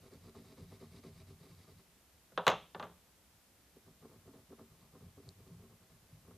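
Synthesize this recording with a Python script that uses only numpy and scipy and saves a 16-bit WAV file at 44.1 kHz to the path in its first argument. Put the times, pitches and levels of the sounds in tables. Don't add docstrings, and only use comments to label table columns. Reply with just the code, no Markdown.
import sys
import numpy as np
from scipy import signal
from scipy.fft import rfft, irfft
from scipy.io import wavfile

SR = 44100
rng = np.random.default_rng(int(sys.argv[2]) if len(sys.argv) > 2 else 0)


def voltage_ratio(level):
    return 10 ** (np.asarray(level, float) / 20)


def digitize_waveform(pressure):
    field = np.atleast_2d(pressure).T
    bounded = np.clip(field, -1, 1)
    quanta = np.round(bounded * 32767).astype(np.int16)
    wavfile.write(sys.argv[1], SR, quanta)


N = 280917

# start t/s, length/s, pressure level/dB, wrist push level/dB
FIRST_STROKES = [(0.0, 0.087, -60, -60), (0.102, 0.096, -54, -60), (0.19, 0.12, -61.5, -60),
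                 (0.338, 0.094, -53, -58), (0.415, 0.13, -59, -62), (0.56, 0.11, -57, -56),
                 (0.661, 0.115, -62.5, -57.5), (0.794, 0.083, -55, -55.5), (0.875, 0.13, -60, -58),
                 (1.025, 0.093, -52.5, -56), (1.115, 0.12, -64, -54.5), (1.261, 0.092, -60.5, -53),
                 (1.379, 0.1, -60.5, -57.5), (1.476, 0.076, -64.5, -60), (1.551, 0.11, -68, -64),
                 (1.664, 0.081, -58.5, -59), (1.757, 0.057, -73.5, -60)]
SECOND_STROKES = [(3.751, 0.037, -70, -71), (3.858, 0.07, -63.5, -59.5), (4.004, 0.073, -57.5, -62.5),
                  (4.083, 0.11, -60.5, -59.5), (4.24, 0.079, -55, -60), (4.323, 0.12, -59, -64.5),
                  (4.488, 0.061, -56.5, -63.5), (4.573, 0.084, -57, -63.5), (4.69, 0.085, -69.5, -62),
                  (4.785, 0.11, -65, -63), (4.916, 0.071, -60, -59.5), (4.997, 0.11, -62.5, -57),
                  (5.158, 0.048, -55.5, -56), (5.219, 0.11, -64, -59.5), (5.361, 0.099, -67, -58.5),
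                  (5.456, 0.12, -61.5, -56.5), (5.568, 0.1, -60.5, -58.5), (5.688, 0.08, -67.5, -63),
                  (5.806, 0.067, -68, -66.5), (5.887, 0.1, -73.5, -66), (6.019, 0.06, -77, -66),
                  (6.089, 0.15, -74.5, -61.5), (6.218, 0.17, -62.5, -63.5)]
# place of top speed/0-1, surface level/dB, paper level/dB
STROKE_HABITS = [
    [(0.83, -68, -70.5), (0.23, -70, -71)],
    [(.55, -70, -86.5), (0.08, -69, -82)],
]
USUAL_PRESSURE_DB = -60
SURFACE_DB_PER_DB, PAPER_DB_PER_DB = 0.66, 0.03
# t/s, body peak level/dB, surface level/dB
TIP_JOLTS = [(0.349, -50, -58), (0.579, -39, -75), (0.811, -40, -78), (1.036, -37, -68), (3.764, -38, -80),
             (4.027, -53, -64), (4.527, -46.5, -64.5), (4.591, -53, -57), (5.172, -39, -71),
             (6.309, -43, -62.5), (2.321, -44.5, -66)]
# t/s, level/dB
RASP = [(0.0, -1.5), (0.7, 1.5), (1.05, 2.5), (1.3, -1), (1.5, 0.5), (1.8, -3), (4.3, 0), (5.3, 2),
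        (6.37, 0)]
PUSH_TOPS = (0.39, 0.48)
PUSH_STRETCH, PUSH_LEAD_S = 1.41, 0.016
# start t/s, length/s, place of top/0-1, level/dB
SHOVES = [
    (1.868, 0.096, 0.43, -75),
    (2.315, 0.126, .55, -58.5),
    (2.469, 0.19, .28, -56.5),
    (2.732, 0.29, 0.31, -61),
    (3.272, 0.14, 0.66, -72),
    (3.591, .11, .4, -77),
]
# t/s, peak level/dB
BUMPS = [
    (0.613, -37.5),
    (0.838, -68),
    (1.071, -48),
    (1.297, -45),
    (5.048, -45.5),
    (5.271, -46),
    (5.508, -45),
    (6.12, -42.5),
]
# f/Hz, width/Hz, level/dB
ROCKING_MODES = [(43, 7, -7.5), (64.8, 23, -18.5), (91.5, 22, 3), (122, 55, -1.5), (159.3, 22, 1.5),
                 (182.4, 5, -1.5)]
BODY_MODES = [(227.6, 8.4, 0), (279.4, 22, -6.5), (385.2, 22.2, -3.5), (437, 34, -7.5), (509, 65, -13)]
SURFACE_MODES = [(638.5, 21, 7.5), (777, 32, 1), (860, 48, 0), (1003, 26, -1.5), (1065, 27, 4.5),
                 (1217, 50, 2.5), (1326, 38, -0.5), (1930, 740, -19.5)]
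PAPER_MODES = [(2140, 500, 0), (3850, 370, 2.5), (4720, 650, 1), (6400, 2000, -7), (9300, 2800, -8.5)]
SNAP_MODES = [(4300, 1350, 0), (7300, 1300, -2.5), (8900, 1100, -5)]
# f/Hz, level/dB per Hz
HISS_MID = [(15, -49), (25, -17), (65, 5), (120, -4.5), (190, -3), (320, -8), (415, -9.5), (545, -9.5),
            (1100, -14), (3000, -17), (8000, -19.5), (14000, -19)]
HISS_SIDE = [(15, -35.5), (25, 2), (112, -8.5), (530, -9), (1500, -10.5), (8000, -10.5), (14000, -9.5)]
HISS_MID_DB, HISS_SIDE_DB, HISS_TOP_HZ = -68.5, -73, 14260
# t/s, peak level/dB
SNAPS = [
    (0.1365, -45),
    (0.9794, -57),
    (1.5489, -51),
    (4.81, -51),
    (5.2604, -55),
    (5.2899, -33.5),
    (5.3044, -52.5),
    (5.4784, -51),
]
# t/s, peak level/dB, crack level/dB, tick level/dB, share of ring time
KNOCKS = [(2.321, -52.5, -74, -75.5, 1.1), (2.376, -19, -36, -53, 1.24), (2.467, -11.5, -28, -30.5, 0.86),
          (2.479, -10, -22, -18.5, 1.41), (2.487, -29, -42, -53, 1), (2.492, -22, -36.5, -39, 0.61),
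          (2.5, -27, -50, -38, 0.92), (2.516, -19.5, -37.5, -50, 1.55), (2.747, -30.5, -51, -85, 0.97),
          (2.797, -31, -48.5, -51, 1.8), (2.827, -30.5, -46.5, -66, 0.84), (2.832, -37.5, -58, -80, 1.1),
          (2.839, -38.5, -65, -60, 0.76), (2.868, -44.5, -73, -70, 1.1), (2.895, -51, -79, -73, 2.1),
          (2.978, -64, -84, -77, 1.7)]
# f/Hz, level/dB, t60/s
RING_MODES = [(172.3, -9, 0.25), (225.7, -13.5, 0.2), (412.3, -1.5, 0.24), (434, -7.5, 0.17),
              (514.5, 6, 0.12), (631, -5, 0.2), (770, -8.5, .2), (810, -5, 0.16), (963, -6.5, 0.14),
              (1008, -5, .16), (1163, 6.5, 0.13), (1290, -6.5, 0.19), (1438, -9, 0.099), (1745, 0.5, 0.13),
              (2790, -4, .15), (3270, -16, 0.206), (3480, -10.5, 0.19), (3870, -9, 0.14)]
# f/Hz, level/dB per Hz
CLATTER = [(90, -35), (175, -5), (260, -17), (340, -13), (500, -1), (1100, 0.5), (1900, -9.5), (2600, -10),
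           (3600, -11.5), (4900, -32), (6500, -21.5), (8500, -39), (16000, -40.5)]
# f/Hz, t60/s
CLATTER_T60 = [(150, 0.32), (300, .25), (700, 0.2), (1800, 0.19), (3500, 0.31), (6000, 0.19), (9000, .1),
               (14000, 0.054)]
THUD_DB, THUD_DB_PER_DB = -26, 0.76


def unit(x):
    return x / np.sqrt(np.mean(x ** 2))


def on_log(hz, table):
    f, v = np.transpose(table)
    return np.interp(np.log(np.maximum(hz, 1)), np.log(f), v)


def colour(x, table):
    hz = np.fft.rfftfreq(len(x), 1 / SR)
    return irfft(rfft(x) * voltage_ratio(on_log(hz, table)), len(x))


def resonate(x, modes):
    hz = np.fft.rfftfreq(len(x), 1 / SR) + 1e-9
    gain = 0
    for k, (f, width_hz, db) in enumerate(modes):
        gain = gain + (-1) ** k * voltage_ratio(db) / (1 + 1j * (hz / f - f / hz) * f / width_hz)
    return irfft(rfft(x) * gain, len(x))


def band(x, lo_hz, hi_hz):
    return signal.sosfilt(signal.butter(3, [lo_hz, hi_hz], "band", fs=SR, output="sos"), x)


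def clicks(events, column, db):
    out = np.zeros(N)
    for row in events:
        out[int(row[0] * SR)] = voltage_ratio(row[column] + db)
    return out


def humps(rows, sharp):
    out = np.zeros(N)
    for start_s, length_s, top, db in rows:
        start, n = int(start_s * SR), int(length_s * SR)
        top = np.clip(top, 0.04, 0.92)
        u = np.arange(n) / n
        ramp = np.where(u < top, u / top, (1 - u) / (1 - top))
        hump = np.sin(np.pi / 2 * ramp) ** sharp
        out[max(start, 0):start + n] += voltage_ratio(db) * hump[max(-start, 0):N - start]
    return out


def slips(rate_hz, spread_db):
    slip, sign, size = rng.random((3, N))
    return unit((slip < rate_hz / SR) * (sign - 0.5) * voltage_ratio(-spread_db * np.log(1 - size)))


def speed(column, sharp):
    rows = []
    for strokes, habits in zip((FIRST_STROKES, SECOND_STROKES), STROKE_HABITS):
        for k, (start_s, length_s, db, _) in enumerate(strokes):
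            top, surface_db, paper_db = habits[k % 2]
            extra_db = db - USUAL_PRESSURE_DB
            surface_db += SURFACE_DB_PER_DB * extra_db
            paper_db += PAPER_DB_PER_DB * extra_db
            rows.append((start_s, length_s, top, (db, surface_db, paper_db)[column]))
    return humps(rows, sharp)


def rubbed(force, column, sharp, modes, db):
    steady_rms = np.sqrt(np.mean(resonate(force, modes) ** 2))
    return voltage_ratio(db) * resonate(force * speed(column, sharp), modes) / steady_rms


def crayon():
    coarse = slips(rate_hz=450, spread_db=2.5) + 0.42 * rng.standard_normal(N)
    fine = slips(rate_hz=5000, spread_db=1.5)
    body = rubbed(coarse, column=0, sharp=1.36, modes=BODY_MODES, db=0.36)
    body += resonate(clicks(TIP_JOLTS, column=1, db=35.5), BODY_MODES)
    surface = rubbed(coarse, column=1, sharp=1.1, modes=SURFACE_MODES, db=-1.5)
    surface += resonate(clicks(TIP_JOLTS, column=2, db=39), SURFACE_MODES)
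    paper = rubbed(fine, column=2, sharp=0.69, modes=PAPER_MODES, db=0.5)
    rasp_db = np.interp(np.arange(N) / SR, *np.transpose(RASP))
    return band(body + surface + paper * voltage_ratio(rasp_db), 60, 12500)


def hand():
    moves = list(SHOVES)
    for strokes in (FIRST_STROKES, SECOND_STROKES):
        for k, (start_s, length_s, _, db) in enumerate(strokes):
            moves.append((start_s - PUSH_LEAD_S, length_s * PUSH_STRETCH, PUSH_TOPS[k % 2], db))
    tremble = unit(resonate(slips(rate_hz=1800, spread_db=-0.8), ROCKING_MODES))
    pushes = voltage_ratio(-0.3) * humps(moves, sharp=1.4) * tremble
    bumps = resonate(clicks(BUMPS, column=1, db=44), ROCKING_MODES)
    return band(pushes + bumps, 29, 260)


def hiss(table, db):
    edge = [(HISS_TOP_HZ, table[-1][1]), (HISS_TOP_HZ + 10, -99)]
    return voltage_ratio(db) * unit(colour(rng.standard_normal(N), list(table) + edge))


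def snaps():
    push = np.roll(clicks(SNAPS, column=1, db=16.5), int(0.00034 * SR))
    out = np.zeros(N)
    for mode in SNAP_MODES:
        tick = push
        for _ in range(3):
            tick = resonate(tick, [mode])
        out += tick
    return out


def knock(ring):
    t = np.arange(SR // 2) / SR
    hz = np.fft.rfftfreq(len(t), 1 / SR)
    noise = rfft(colour(rng.standard_normal(len(t)), CLATTER))
    clatter = 0
    for f in 125 * 2 ** np.arange(0, 7.5, 0.5):
        part = irfft(noise * np.clip(1 - 2 * np.abs(np.log2((hz + 1) / f)), 0, 1), len(t))
        direct = 2.8 * (f / 1000) ** 0.5 * np.exp(-t / (0.0099 * (1000 / f) ** 0.63))
        tail = voltage_ratio(-60 * t / (ring * on_log(f, CLATTER_T60)))
        clatter = clatter + part * (tail + direct)
    modes = 0
    for f, db, t60_s in RING_MODES:
        vary_db, detune = rng.standard_normal(2) * [3, 0.003]
        decay = voltage_ratio(db + vary_db - 60 * t / (ring * t60_s))
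        modes = modes + decay * np.sin(2 * np.pi * f * (1 + detune) * t)
    modes = modes * (1 + 0.57 * np.exp(-t / 0.005))
    contact = -np.exp(-((t - 0.00025) / 0.000097) ** 2)
    return unit(clatter) + 0.56 * unit(modes) + 38 * contact


def knocks():
    out = np.zeros(N + SR)
    for t_s, db, crack_db, tick_db, ring in KNOCKS:
        blow = knock(np.clip(ring, 0.2, 2))
        parts = [(db - 3, 400, 2000),
                 (THUD_DB + THUD_DB_PER_DB * db + 6.5, 110, 450),
                 (crack_db + 12.5, 1600, 4900),
                 (tick_db + 1, 4500, 16000)]
        start = int(t_s * SR)
        for peak_db, lo_hz, hi_hz in parts:
            part = band(blow, lo_hz, hi_hz)
            out[start:start + len(blow)] += voltage_ratio(peak_db) * part / np.abs(part).max()
    return out[:N]


def scene():
    near = crayon() + hand() + snaps() + knocks()
    return np.array([near, near])


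def roll_off(x):
    return signal.sosfilt(signal.butter(12, 16540, fs=SR, output="sos"), x)


def record(dry):
    heard = signal.sosfilt(signal.butter(8, 14900, fs=SR, output="sos"), dry)
    mid = hiss(HISS_MID, HISS_MID_DB)
    side = hiss(HISS_SIDE, HISS_SIDE_DB)
    return roll_off(heard + np.array([mid + side, mid - side]))


dry = scene()
out = record(dry)
digitize_waveform(out)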